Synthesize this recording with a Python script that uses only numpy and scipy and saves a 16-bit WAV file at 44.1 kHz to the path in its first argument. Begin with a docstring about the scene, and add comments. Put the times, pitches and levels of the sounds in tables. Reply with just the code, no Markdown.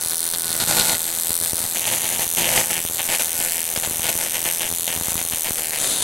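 """A lawn beside a concrete pavement, edged by a petrol string trimmer a few steps away.
The two ends of the nylon line snap against the edge once a turn each, one hard and one soft,
and shred grass between snaps. Some hard snaps overload the microphone with a low thump.
The geared engine drones behind them, wavers in speed and winds down at the end while the line drags.
Faint outdoor rumble lies beneath."""
import sys
import numpy as np
from scipy import signal
from scipy.fft import rfft, irfft
from scipy.io import wavfile
from scipy.ndimage import map_coordinates

SR = 44100
rng = np.random.default_rng(int(sys.argv[2]) if len(sys.argv) > 2 else 0)


def master(y):
    """Save y as 16-bit WAV."""
    cut = np.clip(np.atleast_2d(y).T, -1, 1)
    pcm = np.round(cut * 32767)  # scale
    wavfile.write(sys.argv[1], SR, pcm.astype(np.int16))


N = 265923
TIME = np.arange(N) / SR
GRAZE_SHRED_DB, GRAZE_CHOP_DB = -33, -40.5  # reference levels between tufts

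# Long-end snap strength: t/s, level/dB
LONG_END_LEVEL = [(0, -23.5), (1, -24), (1.6, -24), (2.3, -24.5), (2.7, -24), (2.87, -26.5), (3, -23.5),
                  (3.8, -25.5), (4.5, -24.5), (5.65, -25), (5.8, -30), (6.03, -31)]
# Snap spectrum: f/Hz, level/dB
SNAP_SPECTRUM = [(40, -46), (150, -18.5), (400, -8.5), (800, -13.5), (1300, -9), (2400, -9), (3700, -1.5),
                 (5200, -6), (7000, -1.5), (9500, 2), (12500, 2), (14000, -4.5), (16000, -2)]
def line_snaps(long_s, short_s, shred_db):
    """Both ends snap against the edge; deep grass damps the long end and catches the short one harder."""
    depth_db = shred_db - GRAZE_SHRED_DB
    long_db = curve(LONG_END_LEVEL) - 0.095 * depth_db + 1.13 * wander(8.4)  # the head sways
    short_db = np.minimum(-32 + 0.33 * depth_db - 0.5 * wander(8.4), long_db - 9)
    long_end = strikes(long_s, np.interp(long_s, TIME, long_db) - 4,
                       spread_db=.8, jitter_ms=.015, bounce=.58, scatter=.12)
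    short_end = strikes(short_s, np.interp(short_s, TIME, short_db) - 5,
                        spread_db=2.2, jitter_ms=.06, bounce=.5, scatter=.2)
    return coloured(long_end + short_end, SNAP_SPECTRUM)


# Knock spectra, in the turf and on the edge: f/Hz, level/dB
TURF_SPECTRUM = [(100, -20), (400, -12), (750, -7), (1200, -12), (1750, -1), (2400, -2), (3100, 0),
                 (3800, -5), (5000, -14), (16000, -36)]
RASP_SPECTRUM = [(100, -18), (2900, -16), (3800, -9.5), (4500, -11.5), (5300, -16.5), (16000, -47)]
def line_knocks(long_s, short_s, chop_db):
    """Each pass lands as a knock: dull down in the turf, a bright rasp while skimming the edge."""
    db = np.r_[np.interp(long_s, TIME, chop_db), np.interp(short_s, TIME, chop_db) - 5.5]
    knocks = strikes(np.r_[long_s, short_s], db - 4.5,
                     spread_db=2, jitter_ms=.054, bounce=.41, scatter=.05)
    sunk = np.interp(curve(BOUNCE_LAG), [.24, .29], [0, 1])
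    dull, rasp = coloured(knocks, TURF_SPECTRUM), amp(-4) * coloured(knocks, RASP_SPECTRUM)
    return sunk * dull + (1 - sunk) * rasp


# Pavement bounce, set by head height: t/s, lag/ms
BOUNCE_LAG = [(0, .2), (1.1, .24), (1.62, .215), (1.8, .3), (2.4, .32), (2.8, .38), (2.96, .26),
              (3.13, .41), (3.27, .3), (3.46, .42), (3.85, .28), (4.03, .345), (4.63, .345), (4.84, .28),
              (4.92, .36), (5.03, .29), (5.55, .34), (5.73, .46), (5.81, .28)]
def strikes(times, db, spread_db, jitter_ms, bounce, scatter):
    """Each strike: a sharp click, its bounce off the pavement and a brief scatter from the grass."""
    size_dev, time_dev, bounce_dev, lag_dev = np.clip(rng.standard_normal((len(times), 4)).T, -2, 2)
    times = times + jitter_ms * time_dev / 1000
    sizes = amp(db + spread_db * size_dev) * np.sqrt(SR / curve(HEAD_SPEED, times))
    bounce_s = times + curve(BOUNCE_LAG, times) * (1 + 0.06 * lag_dev) / 1000
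    bounced = clicks(bounce_s, bounce * sizes * amp(2 * bounce_dev))
    spray = decay(clicks(bounce_s, sizes), tau_ms=.45) * rng.standard_normal(N)
    return clicks(times, sizes) + bounced + scatter * spray


# Cutting head: t/s, speed/(turns/s)
HEAD_SPEED = [(0.0, 82.12), (0.34, 84.03), (0.76, 81.02), (1.37, 84.44), (1.47, 83.42), (2.2, 85.2),
              (2.73, 83.08), (3.06, 84.35), (3.24, 82.16), (3.4, 84.33), (3.79, 81.62), (4.77, 84.79),
              (5.06, 83.05), (5.25, 83.69), (5.56, 79.31), (5.7, 80.46), (5.91, 59.35), (6.03, 54.38)]
def head_rotation(shred_db):
    """Turn count and strike times; the short end trails by under half a turn, more in deep grass."""
    turns = np.cumsum(curve(HEAD_SPEED)) / SR
    whole_turns = np.arange(1, int(turns[-1]))
    trail_turns = np.interp(shred_db, [-33, -27], [.44, .48])
    return turns, np.interp(whole_turns, turns, TIME), np.interp(whole_turns, turns - trail_turns, TIME)


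# Tufts met by the line: start/s, length/s, shred/dB, chop/dB
TUFTS = [(0.109, 0.026, -34.5, -31), (0.332, 0.011, -28.5, -23.5), (0.433, 0.13, -34, -27.5),
         (0.599, 0.037, -24.5, -19), (0.672, 0.075, -24.5, -24), (0.767, .06, -21.5, -21),
         (0.838, 0.11, -27.5, -25), (0.882, 0.037, -26.5, -24), (1.749, 0.023, -27, -25.5),
         (1.807, 0.43, -30, -32.5), (1.869, 0.013, -24, -36), (1.914, 0.028, -26.5, -26.5),
         (2.191, 0.036, -26, -30.5), (2.369, 0.057, -23.5, -24), (2.44, .165, -24, -27),
         (2.703, 0.079, -30.5, -28), (2.987, 0.018, -28.5, -24), (3.085, 0.08, -26, -28.5),
         (3.194, 0.013, -20.5, -31), (3.402, 0.085, -32.5, -30.5), (3.498, 0.13, -37.5, -37),
         (3.76, 0.014, -26, -29), (3.83, 0.02, -27, -26.5), (4.034, 0.047, -30.5, -29),
         (4.087, 0.014, -24, -34.5), (4.181, 0.071, -31.5, -29.5), (4.336, 0.027, -28.5, -30.5),
         (4.448, 0.054, -31, -29), (4.604, 0.071, -31, -30), (4.876, 0.025, -25.5, -26.5),
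         (4.917, 0.022, -29.5, -28.5), (5.176, 0.011, -34, -30), (5.315, 0.013, -31, -27),
         (5.445, 0.035, -29, -29), (5.58, 0.012, -26.5, -41), (5.724, 0.12, -28.5, -32.5)]
# Grazing between tufts, set by how low the head hangs: t/s, offset/dB
GRAZE_OFFSET = [(0, 2), (.22, -1), (.6, 1.5), (1.05, 2.5), (1.4, 0), (1.7, .5), (2.33, -1), (2.65, 3),
                (2.88, -2), (3.05, 0), (3.6, 0.5), (3.95, 1), (4.55, -1), (4.8, -2.5), (5.05, -1),
                (5.68, 0)]
def cutting_levels(attack_s=0.0059, release_s=0.021, uneven_hz=12.6):
    """Shred and chop levels in dB: the line grazes uneven grass, enters tufts fast, clears them slower."""
    t = np.arange(0, N / SR, .001)
    shred_power = amp(GRAZE_SHRED_DB + curve(GRAZE_OFFSET, t)) ** 2
    chop_power = amp(GRAZE_CHOP_DB + curve(GRAZE_OFFSET, t)) ** 2
    for start_s, length_s, shred_db, chop_db in TUFTS:
        attack = np.clip((t - start_s) / attack_s + .5, 0, 1)
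        depth = attack * np.exp(-np.maximum(t - start_s - length_s, 0) / release_s)
        shred_power += (amp(shred_db) * depth) ** 2
        chop_power += (amp(chop_db) * depth) ** 2
    return (np.interp(TIME, t, 10 * np.log10(shred_power)) + 1.49 * wander(uneven_hz),
            np.interp(TIME, t, 10 * np.log10(chop_power)) + 1.64 * wander(uneven_hz))


# Spectra of torn grass and of the slack line: f/Hz, level/dB
SHRED_SPECTRUM = [(100, -8.5), (600, -12.5), (1250, -1.5), (2000, -1.5), (3000, -5), (5200, -3.5),
                  (7000, 5), (9500, 1), (12500, 5), (14000, -53), (16000, -9.5)]
DRAG_SPECTRUM = [(100, -9), (600, -3.5), (2400, -15), (3700, 2.5), (5500, -13), (7000, -7.5), (9700, -1.5),
                 (11500, -13), (14000, -15), (16000, -16)]
def grass(turns, shred_db, ticks_per_s=7000):
    """Clumps of tiny ticks; the hiss dips after each hard snap and swells until the next."""
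    ticks = rng.standard_normal(N) * amp(4.25 * np.minimum(rng.exponential(1, N), 4))
    ticks *= rng.random(N) < ticks_per_s / SR
    grain = unit(ticks) + 0.51 * rng.standard_normal(N)
    ramp_db = 1.7 * (turns % 1 - .5)
    tearing = unit(grain * amp(ramp_db + 1.5 * wander(140) + 0.59 * wander(770)))
    bounced = map_coordinates(tearing, [(TIME - curve(BOUNCE_LAG) / 1000) * SR], order=3)
    shredding = amp(shred_db - 1.5) * coloured(tearing + 0.12 * bounced, SHRED_SPECTRUM)
    slack = np.interp(curve(HEAD_SPEED), [61, 78], [1, 0])  # a slow line drags and hisses
    return shredding + slack * amp(-25.5 - 1.5 * slack) * coloured(tearing, DRAG_SPECTRUM)


# Engine carry as the operator moves: t/s, all but hum/dB, hum/dB, extra on fan/dB
ENGINE_CARRY = [(0, -5, -6, 4.5), (.8, -6, -1, 7.5), (1.3, -4, -7.5, -2), (2.1, -4, -2, -18),
                (2.55, -3, -0.5, -3.5), (3.2, -2, -8, -0.5), (3.8, -2.5, -9.5, -2), (4.4, -1, -2, -2),
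                (5.0, -1.5, -8, -4), (5.65, -2, -16, -8), (6.03, -5, 2, -15)]
# Successive firing harmonics: level/dB
HUM_HARMONICS = [-4.5, -3.5, -10, -14, -10, -18]
DRONE_HARMONICS = [-9, -14.5, -13, -10, -10, -9, -7.5, -8.5, -15.5, -41, -17, -37, -63, -70]
# Exhaust spectrum: f/Hz, level/dB
EXHAUST_SPECTRUM = [(30, 1), (70, -18), (120, 3), (250, 0), (400, -2), (600, 5.5), (900, 1), (1200, -7.5),
                    (2000, 4.5), (3200, -0.5), (5000, -2.5), (12000, -82)]
def engine(turns, shred_db, chop_db, firings_per_turn=19 / 28):
    """Stereo hum, and a mono mix of drone, fan whine and one exhaust puff a firing."""
    firings = firings_per_turn * turns + 0.0019 * wander(33)
    # the engine sound comes forward while the line is in grass
    swell_db = 1.27 * (shred_db - GRAZE_SHRED_DB) + 0.14 * (chop_db - GRAZE_CHOP_DB)
    direct, left, right = (harmonics(firings, HUM_HARMONICS, first=2) for _ in range(3))
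    hum_db = -42.5 + 0.76 * swell_db + curve(ENGINE_CARRY, column=2)
    hum = amp(hum_db) * (direct + amp(-1.5) * np.array([left, right]))  # fills the street
    fan = amp(curve(ENGINE_CARRY, column=3)) * harmonics(firings, [-15, -4.5, -13], first=25)
    puff_envelope = .45 + np.exp(-(firings % 1) / .12)
    puffs = unit(puff_envelope * rng.standard_normal(N) * amp(3.6 * wander(130)))
    exhaust = amp(4.5) * coloured(puffs, EXHAUST_SPECTRUM)
    drone = amp(3) * harmonics(firings, DRONE_HARMONICS, first=9)
    return hum, amp(-44 + swell_db + curve(ENGINE_CARRY)) * (drone + fan + exhaust)


def harmonics(firings, levels_db, first):
    """Successive multiples of the firing rate, each wavering in level."""
    return sum(amp(db + 2.22 * wander(5.4)) * np.cos(2 * np.pi * (k * firings + rng.random()))
               for k, db in enumerate(levels_db, first))


# Loudest thumps: t/s, relative level/dB
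LOUD_THUMPS = [(0.798, -24), (1.306, -21), (1.533, -19.5), (1.641, -26.5), (2.851, -21.5), (2.899, -27),
               (3.776, -20), (3.875, -21.5), (3.912, -23), (3.996, -22.5), (4.154, -22.5), (4.726, -24.5),
               (4.963, -24.5), (4.976, -23.5), (5.012, -20), (5.084, -21), (5.12, -24), (5.156, -22),
               (5.215, -28), (5.336, -24), (5.508, -19)]
# Flurries of weaker thumps: start/s, end/s
THUMP_FLURRIES = [(1.4, 1.62), (2.84, 2.89), (3.8, 3.97), (4.7, 4.76), (4.95, 5.37)]
def overload_thumps(long_s, flurry_share=.4):
    """Low thumps of the microphone overloading on hard snaps."""
    loud_s, loud_db = np.transpose(LOUD_THUMPS)
    at_speed = np.interp(curve(HEAD_SPEED, long_s), [76, 79], [0, 1])
    faint = at_speed * amp(-39.5 + 6.7 * np.minimum(rng.exponential(1, len(long_s)), 3))
    in_flurry = sum((long_s > start) & (long_s < end) for start, end in THUMP_FLURRIES)
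    flurry = amp(-26.5) * in_flurry * (rng.random(len(long_s)) < flurry_share)
    thumps = decay(clicks(loud_s, amp(loud_db + 7.5)) + clicks(long_s, faint + flurry), tau_ms=.66)
    return signal.sosfilt(signal.butter(2, 48, "high", fs=SR, output="sos"), thumps)


def street_echoes(x, t60_s, size=8192):
    """Scattered echoes from the lawn and the kerb, different on each side."""
    t = np.arange(size) / SR
    tails = rng.standard_normal((2, size)) * amp(-60 * t / t60_s) * (t > .001)
    return np.array([signal.oaconvolve(x, tail / np.linalg.norm(tail))[:N] for tail in tails])


# Diffuse rumble spectrum: f/Hz, level/dB
AIR_SPECTRUM = [(20, -19.5), (60, 5), (120, -11), (280, 4.5), (600, 3.5), (1500, -2), (16000, -66)]
def air():
    """Low outdoor rumble: the deepest part is shared by both sides, the rest is diffuse."""
    shared = coloured(rng.standard_normal(N), [(20, 4), (60, -25), (150, -10), (1000, -22)])
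    diffuse = np.array([coloured(rng.standard_normal(N), AIR_SPECTRUM) for _ in range(2)])
    return amp(-54 + 2 * wander(2.4)) * shared + amp(-51) * diffuse


def amp(db):
    """Decibels to gain."""
    return 10 ** (np.asarray(db) / 20)


def unit(x):
    """Scales to rms 1."""
    return x / np.sqrt(np.mean(x ** 2) + 1e-20)


def curve(rows, t=TIME, column=1):
    """One table column, interpolated at times t."""
    rows = np.asarray(rows)
    return np.interp(t, rows[:, 0], rows[:, column])


def coloured(x, spectrum, size=4096):
    """Minimum-phase filter of unit energy with the given spectral shape."""
    hz, db = np.transpose(spectrum)
    bins_hz = abs(np.fft.fftfreq(size, 1 / SR)) + 1
    log_gain = np.log(amp(np.interp(np.log(bins_hz), np.log(hz), db)))
    taps = np.fft.ifft(np.exp(np.conj(signal.hilbert(log_gain)))).real[:size // 2]
    return signal.oaconvolve(x, taps / np.linalg.norm(taps))[:N]


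def wander(rate_hz, size=32768):
    """Smooth noise of rms 1, rolling off above rate_hz."""
    rolloff = np.exp(-(np.fft.rfftfreq(size, N / SR / size) / rate_hz) ** 2)
    smooth = irfft(rfft(rng.standard_normal(size)) * rolloff, size)
    return np.interp(TIME, np.linspace(0, N / SR, size), unit(smooth))


def clicks(times, sizes, half_width=8):
    """Band-limited impulses at exact times."""
    index = np.floor(times * SR).astype(int)[:, None] + np.arange(1 - half_width, half_width + 1)
    offset = index - times[:, None] * SR
    window = np.cos(np.pi * offset / (2 * half_width)) ** 2 * ((index >= 0) & (index < N))
    pulses = sizes[:, None] * np.sinc(offset) * window
    return np.bincount(np.clip(index, 0, N - 1).ravel(), pulses.ravel(), N)


def decay(x, tau_ms):
    """Gives every impulse an exponential tail."""
    return signal.lfilter([1], [1, -np.exp(-1000 / (tau_ms * SR))], x)


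# Trimmer position: t/s, left minus right/dB
TRIMMER_PAN = [(0.0, 0.5), (0.91, 0), (1.31, 2.5), (1.96, 0.5), (3.58, 2.0), (4.48, 1.5), (6.03, 3.0)]
def scene():
    """Line, grass and engine all follow the turning head and the tufts it meets."""
    shred_db, chop_db = cutting_levels()
    turns, long_s, short_s = head_rotation(shred_db)
    snapping = line_snaps(long_s, short_s, shred_db) + line_knocks(long_s, short_s, chop_db)
    tearing = grass(turns, shred_db)
    hum, drone = engine(turns, shred_db, chop_db)
    pan = amp(np.array([[.5], [-.5]]) * curve(TRIMMER_PAN))
    direct = pan * (snapping + tearing + hum + drone + overload_thumps(long_s))
    echoes = (amp(-13.5) * street_echoes(snapping, t60_s=.0089)
              + amp(-13.5) * street_echoes(tearing, t60_s=.09)
              + amp(-15.5) * street_echoes(drone, t60_s=.075))
    return direct + echoes + air()


# Resonances of the microphone opening: f/Hz, width/Hz, gain/dB
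MIC_RESONANCES = [(4300, 600, 1.5), (6100, 600, 4), (7950, 700, 3.5), (9500, 600, 6.5), (11400, 600, 3),
                  (13050, 600, 3.5), (14700, 700, 3)]
def record(dry, ceiling=.8, cutoff_hz=15900):
    """The microphone opening rings in the treble, the tallest snaps overload, then a low-pass."""
    for hz, width_hz, db in MIC_RESONANCES:
        dry = dry + (amp(db) - 1) * signal.lfilter(*signal.iirpeak(hz, hz / width_hz, fs=SR), dry)
    saturated = dry / (1 + (dry / ceiling) ** 6) ** (1 / 6)
    lowpass = signal.firwin(401, cutoff_hz, window=("kaiser", 9), fs=SR)
    return signal.oaconvolve(saturated, lowpass[None], "same")


dry = scene()
out = record(dry)
master(out)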